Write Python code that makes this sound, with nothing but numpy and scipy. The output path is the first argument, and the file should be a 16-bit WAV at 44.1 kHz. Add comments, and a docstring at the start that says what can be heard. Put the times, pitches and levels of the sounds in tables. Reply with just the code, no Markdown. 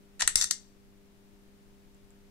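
"""Candy dispenser, one turn of the knob

The knob of a small plastic candy dispenser is turned close by, in a quiet room. The mechanism takes up
its slack and the pawl snaps over the ratchet, each snap a burst of chatter that rings the casing.
Sweets rattle inside, a spring rings thinly, and the body thuds and rocks under the hand.
Afterwards only mains hum, low room noise and two tiny ticks of settling sweets remain."""
import sys
import numpy as np
from scipy import signal
from scipy.fft import rfft, irfft
from scipy.io import wavfile
from scipy.ndimage import uniform_filter1d

SR = 44100
rng = np.random.default_rng(int(sys.argv[2]) if len(sys.argv) > 2 else 0)


def wrap_up_sound(samples):
    """Save the sound to the file named by the first command line argument, as 16-bit audio."""
    columns = np.atleast_2d(samples).T
    # keep every value between -1 and 1, then stretch to whole-number steps
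    tamed = np.clip(columns, -1, 1)
    steps = np.round(tamed * 32767).astype(np.int16)
    wavfile.write(sys.argv[1], SR, steps)


N = 101429


def undb(db):
    """Decibels to gain."""
    return 10 ** (np.asarray(db) / 20)


def pan(db):
    """Left and right gains for a level difference, left minus right."""
    return undb(np.array([[db], [-db]]) / 2)


def add(out, at, sound):
    """Mix a stereo sound in at a time in seconds."""
    start = max(int(at * SR), 0)
    out[:, start:start + sound.shape[1]] += sound[:, :N - start]


def freqs(size=4096):
    """Frequencies of a spectrum, never quite zero."""
    return np.maximum(np.fft.rfftfreq(size, 1 / SR), 1)


def colour(hz, db, size=4096):
    """EQ curve through (Hz, dB) points on a log-frequency axis."""
    return undb(np.interp(np.log(freqs(size)), np.log(hz), db))


def response(gain):
    """Minimum-phase impulse response of an EQ curve."""
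    cepstrum = irfft(np.log(gain + 1e-9))
    half = cepstrum.shape[-1] // 2
    cepstrum[..., 1:half] *= 2
    cepstrum[..., half + 1:] = 0
    return irfft(np.exp(rfft(cepstrum)))


def resonance(hz, width_hz):
    """EQ curve of one resonant peak."""
    return 1 / np.hypot(1, 2 * (freqs() - hz) / width_hz)


def lowpass(x, hz):
    """Gentle second-order treble roll-off."""
    return signal.sosfilt(signal.butter(2, hz, fs=SR, output="sos"), x)


def fade(t, t60):
    """Exponential decay by 60 dB in t60."""
    return np.exp(-np.log(1000) * t / t60)


def drift(per_s):
    """Slow random drift with a spread near 1."""
    points = rng.standard_normal(256)
    return np.interp(np.arange(N) / SR * per_s, np.arange(len(points)), points)


def chatter(ms, size=1024, passes=8):
    """One contact: a burst of micro-impacts that falls away after about ms; wide only in the treble."""
    rise_ms, mono_below_hz = .25, 2500
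    age_ms = 1000 * np.arange(1, size + 1) / SR
    envelope = (1 - np.exp(-age_ms / rise_ms)) / (1 + (age_ms / ms) ** 3)
    width = 1 / np.hypot(1, (mono_below_hz / freqs(size)) ** 2)
    mid, side = rfft(rng.standard_normal((2, size)) * envelope)
    burst = irfft(mid + width * side * np.array([[1], [-1]]))
    for _ in range(passes):  # impose the envelope, then flatten the spectrum
        burst = burst * envelope / np.sqrt(uniform_filter1d(burst ** 2, size=24) + 1e-12)
        burst = irfft(np.exp(1j * np.angle(rfft(burst))))
    return burst * np.hanning(2 * size)[size:]


def mains_hum():
    """An appliance hums steadily, each partial wavering slightly in phase and level."""
    # partials of the hum: (frequency [Hz], level [dB])
    partials = [(199.2, -63), (258.4, -76), (301.5, -74), (398.4, -67.5), (500.6, -82), (597.5, -82.5),
                (699.8, -86.5), (802.1, -94.5), (899.0, -86.5)]
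    waver_rad, waver_db = .15, .3
    t, hum = np.arange(N) / SR, 0
    for hz, db in partials:
        phase = 2 * np.pi * (hz * t + rng.random()) + waver_rad * drift(per_s=4)
        hum += np.sqrt(2) * undb(db + waver_db * drift(per_s=6)) * np.sin(phase)
    return hum * pan(db=1)


def room_tone():
    """A soft, wide bed of noise, heaviest in the bass."""
    # spectrum of the room noise: (frequency [Hz], relative level [dB])
    spectrum = [(10, -3.5), (30, 1.5), (60, -9.5), (105, -8), (160, -13.5), (280, -13.5), (550, -22.5),
                (1000, -25.5), (2500, -29), (6000, -34), (15000, -39)]
    hz, db = np.array(spectrum).T
    mid, side = irfft(rfft(rng.standard_normal((2, N))) * colour(hz, db, size=N), N)
    air = (mid + side * np.array([[1], [-1]])) / np.std(mid)
    return undb(-62) * air * pan(db=2.5)


def room(x):
    """Add diffuse reflections from near surfaces and the walls; the later, the duller."""
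    # the table, a near wall, then the room: (delay [s], t60 [s], level [dB], pan [dB], low-pass [Hz])
    echoes = [(.003, .12, -9.5, 3.5, 12000), (.0115, .05, -13.5, -2.5, 9000), (.016, .22, -13.5, 1, 9000),
              (.025, .55, -24.5, 1, 6500)]
    t, tail = np.arange(SR) / SR, np.zeros((2, N))
    for delay, t60, db, pan_db, dull_hz in echoes:
        echo = rng.standard_normal((2, len(t))) * fade(t, t60)
        echo /= np.sqrt(np.sum(echo ** 2) / 2)
        add(tail, delay, undb(db) * pan(pan_db) * lowpass(echo, dull_hz))
    return x + signal.fftconvolve(x, tail, axes=1)[:, :N]


def rumble():
    """The dispenser rocks a little under the hand while the knob is forced round."""
    # envelope of the rocking: (time [s], level [dB])
    rocking = [(.17, -68), (.22, -53), (.28, -50.5), (.335, -58), (.375, -44), (.41, -53.5), (.47, -55)]
    times, db = np.array(rocking).T
    envelope = np.interp(np.arange(N) / SR, times, undb(db), left=0, right=0)
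    noise = lowpass(rng.standard_normal(N), hz=41.4)
    return pan(db=8) * noise / np.std(noise) * envelope


def ticks():
    """Sweets settle, each with a tiny high tick."""
    # settling sweets: (time [s], level [dB])
    settles = [(1.9454, -31.5), (2.1048, -27)]
    out, ring = np.zeros((2, N)), response(resonance(hz=7500, width_hz=590))
    for at, db in settles:
        add(out, at, undb(db) * signal.fftconvolve(chatter(ms=2), ring[None], axes=1))
    return out


def thud():
    """The hardest snap jerks the whole dispenser on its base."""
    # low modes of the body: (frequency [Hz], t60 [s], level [dB])
    modes = [(45, .04, -32), (150, 0.02, -40.5), (431.2, 0.0195, -38)]
    t, out = np.arange(SR) / SR, np.zeros((2, N))
    body = sum(undb(db) * np.sin(2 * np.pi * hz * t) * fade(t, t60) for hz, t60, db in modes)
    add(out, at=.3563, sound=-pan(db=9) * body)
    return out


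def spring():
    """Hard snaps jolt the return spring and linkage into a thin metallic ring."""
    # jolts of the spring: (time [s], level [dB])
    jolts = [(.2765, -9.5), (0.357, 2), (0.411, -1), (.510, -11)]
    # modes of spring and linkage: (frequency [Hz], t60 [s], level [dB], pan [dB])
    modes = [(2110, 0.24, -42, 2), (3600, 0.3, -43.5, 1), (4800, 0.16, -47.5, 3), (5425, 0.25, -40.5, 11.5),
             (5900, 0.272, -43, 12), (6255, .3, -41, 11.5), (6700, 0.2, -43, 6), (7248, .2, -41, 7),
             (7522, .25, -42.5, 10.5), (7930, .17, -33.5, 2.5), (8380, 0.12, -49, -2),
             (9616, 0.17, -40, -1)]
    t, out = np.arange(SR) / SR, np.zeros((2, N))
    attack = 1 - np.exp(-t / .0025)
    for at, jolt_db in jolts:
        for hz, t60, db, pan_db in modes:
            wave = np.sin(2 * np.pi * (hz * t + rng.random((2, 1))))
            add(out, at, undb(db + jolt_db) * pan(pan_db) * wave * fade(t, t60) * attack)
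    return out


def casing(low_db, knock_db, middle_db, bright_db, air_db):
    """Stereo EQ curve of the plastic casing; where it is struck decides which modes speak."""
    # modes of the casing: (frequency [Hz], width [Hz], level [dB], pan [dB])
    modes = [(866, 1500, 0, 4.5), (1390, 215, 10, 4), (1864, 210, 13, 0.5), (2802, 540, 7, 3.5),
             (3794, 570, 11, -2), (4380, 380, 12, -1), (4690, 264, 9, 12.5), (5525, 320, 12.5, 10),
             (6202, 350, 17, 6), (7240, 410, 8.5, 18.5), (7620, 400, 13.5, 10.5), (8586, 725, 14.5, -1),
             (9516, 700, 13.5, -3.5), (10940, 700, 5.5, 0), (12340, 2100, 3.5, -0.5),
             (13360, 1100, 3, -0.5), (15000, 600, -4, -3)]
    # tone bands low, knock, middle, a 0 dB anchor, bright and air: (frequency [Hz])
    bands_hz = [800, 1900, 5400, 7600, 9600, 13000]
    skirt_slope, valley_db = 1.3, -10
    low_cut_hz, shelf_hz, shelf_db = 750, 10800, -6.5
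    power = sum((undb(db) * pan(pan_db) * resonance(hz, width_hz) ** skirt_slope) ** 2
                for hz, width_hz, db, pan_db in modes)
    peaks = np.sqrt(power + undb(valley_db) ** 2)
    low_cut = 1 / np.hypot(1, (low_cut_hz / freqs()) ** 3)
    top_shelf = undb(shelf_db / (1 + (shelf_hz / freqs()) ** 20))
    tone = colour(bands_hz, [low_db, knock_db, middle_db, 0, bright_db, air_db])
    return peaks * low_cut * top_shelf * tone


def rattle():
    """Sweets and loose parts pepper the casing in short, dense flurries that die away."""
    # flurries: (start [s], length [s], release [s], level [dB], knock [dB], middle [dB], air [dB])
    flurries = [(0.193, .025, .008, -31, 7.5, -2, -6.5), (0.272, 0.002957, .002, -26, -1.5, 0, 0.5),
                (0.366, 0.066, .017, -24.5, -8.5, 0, 0.5), (0.504, .003, .002, -25.5, -4, 9, -2)]
    hits_per_s, attack_s, spread_db = 1400, .004, .5
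    t, out = np.arange(N) / SR, np.zeros((2, N))
    for at, length, release, db, knock_db, middle_db, air_db in flurries:
        attack = np.clip((t - at) / attack_s, 0, 1)
        envelope = attack * np.exp(-np.maximum(t - at - length, 0) / release)
        struck = rng.random(N) < hits_per_s / SR
        hits = struck * undb(-spread_db * rng.standard_normal(N)) * rng.choice([-1, 1], N)
        tone = casing(low_db=-4.5, knock_db=knock_db, middle_db=middle_db, bright_db=-4, air_db=air_db)
        ring = signal.fftconvolve(chatter(ms=.86), response(tone), axes=1)
        out += undb(db) * signal.fftconvolve((hits * envelope)[None], ring, axes=1)[:, :N]
    return out * pan(db=-1.5)


def ratchet():
    """Each snap chatters briefly and rings the struck part and the casing; the contact adds a notch."""
    # snaps of the mechanism: (time [s], level [dB], chatter [ms], pan [dB],
    # struck part's pitch [Hz], its width [Hz], its boost [dB], antiresonance of the contact point [Hz],
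    # low [dB], knock [dB], middle [dB], bright [dB], air [dB])
    snaps = [ (0.2048, -14, 1.8, 4, 6650, 400, 2, 2400, -1, -0.5, -5, -1.5, -5),
             (0.2083, -12, 3.2, 2, 1716, 230, 11.5, 1300, 8, 7, -0.5, 0, -6.5),
             (0.2192, -8, 3.4, -3.5, 5180, 199.5, 12.5, 4600, 0, 6, 0, -7.5, -14),
             (0.2218, -11.5, 3.4, 4.5, 950, 200, 7, 1300, 13, 6.5, 4.5, -1.5, -9),
             (0.2755, -1.5, 2.5, -1, 7950, 450, 8, 5300, -3, 3.5, -3.5, 3, -0.5),
             (0.356, -1, 2.4, 1, 5480, 450, 10.5, 6750, -10, -8.5, -2, 3.5, -0.5),
             (.4120, -7.5, 3.6, 2, 3583, 280, 14.5, 2950, -5.5, -3.5, 2.5, -3.5, -2.5),
             (0.4227, -10.5, 3.4, 5, 2060, 154.7, 5.5, 2900, -7.5, -2, 2, -14.5, -12),
             (0.4415, -9, 2, -1.5, 7300, 500, 2, 3000, -4.5, -4.5, 1, 0, -3.5),
             (0.5095, -4.5, 3.0, 1.5, 4600, 363, 3, 2600, -7.5, -5, 1, -3.5, -0.5)]
    notch_db, notch_width_hz = -9.5, 550
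    out = np.zeros((2, N))
    for at, db, ms, pan_db, part_hz, part_width_hz, part_db, notch_hz, *tone in snaps:
        part = undb(part_db * resonance(part_hz, part_width_hz) ** 2)
        notch = undb(notch_db * resonance(notch_hz, notch_width_hz) ** 2)
        ring = response(casing(*tone) * part * notch)
        add(out, at, undb(db) * pan(pan_db) * signal.fftconvolve(chatter(ms), ring, axes=1))
    return out


def scene():
    """Snaps, rattles and ticks excite the room; spring, thud and rumble stay dry, over hum and noise."""
    dispenser = room(ratchet() + rattle() + ticks()) + spring() + thud()
    return undb(2) * dispenser + rumble() + mains_hum() + room_tone()


def record(dry):
    """A gain control ducks a little on loud peaks and recovers slowly; the very top is cut steeply."""
    duck_db, threshold_db, release_s, top_hz = -1, -25, .24, 15600
    leak = np.arange(N) / SR / release_s
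    log_level = np.log(np.abs(dry).max(axis=0) + 1e-9)
    peak = np.exp(np.maximum.accumulate(log_level + leak) - leak)  # peak follower, exponential release
    duck = uniform_filter1d(np.tanh(peak / undb(threshold_db)), size=256)
    high_cut = signal.ellip(10, .2, 90, top_hz, fs=SR, output="sos")
    return signal.sosfilt(high_cut, dry * undb(duck_db * duck))


dry = scene()
out = record(dry)
wrap_up_sound(out)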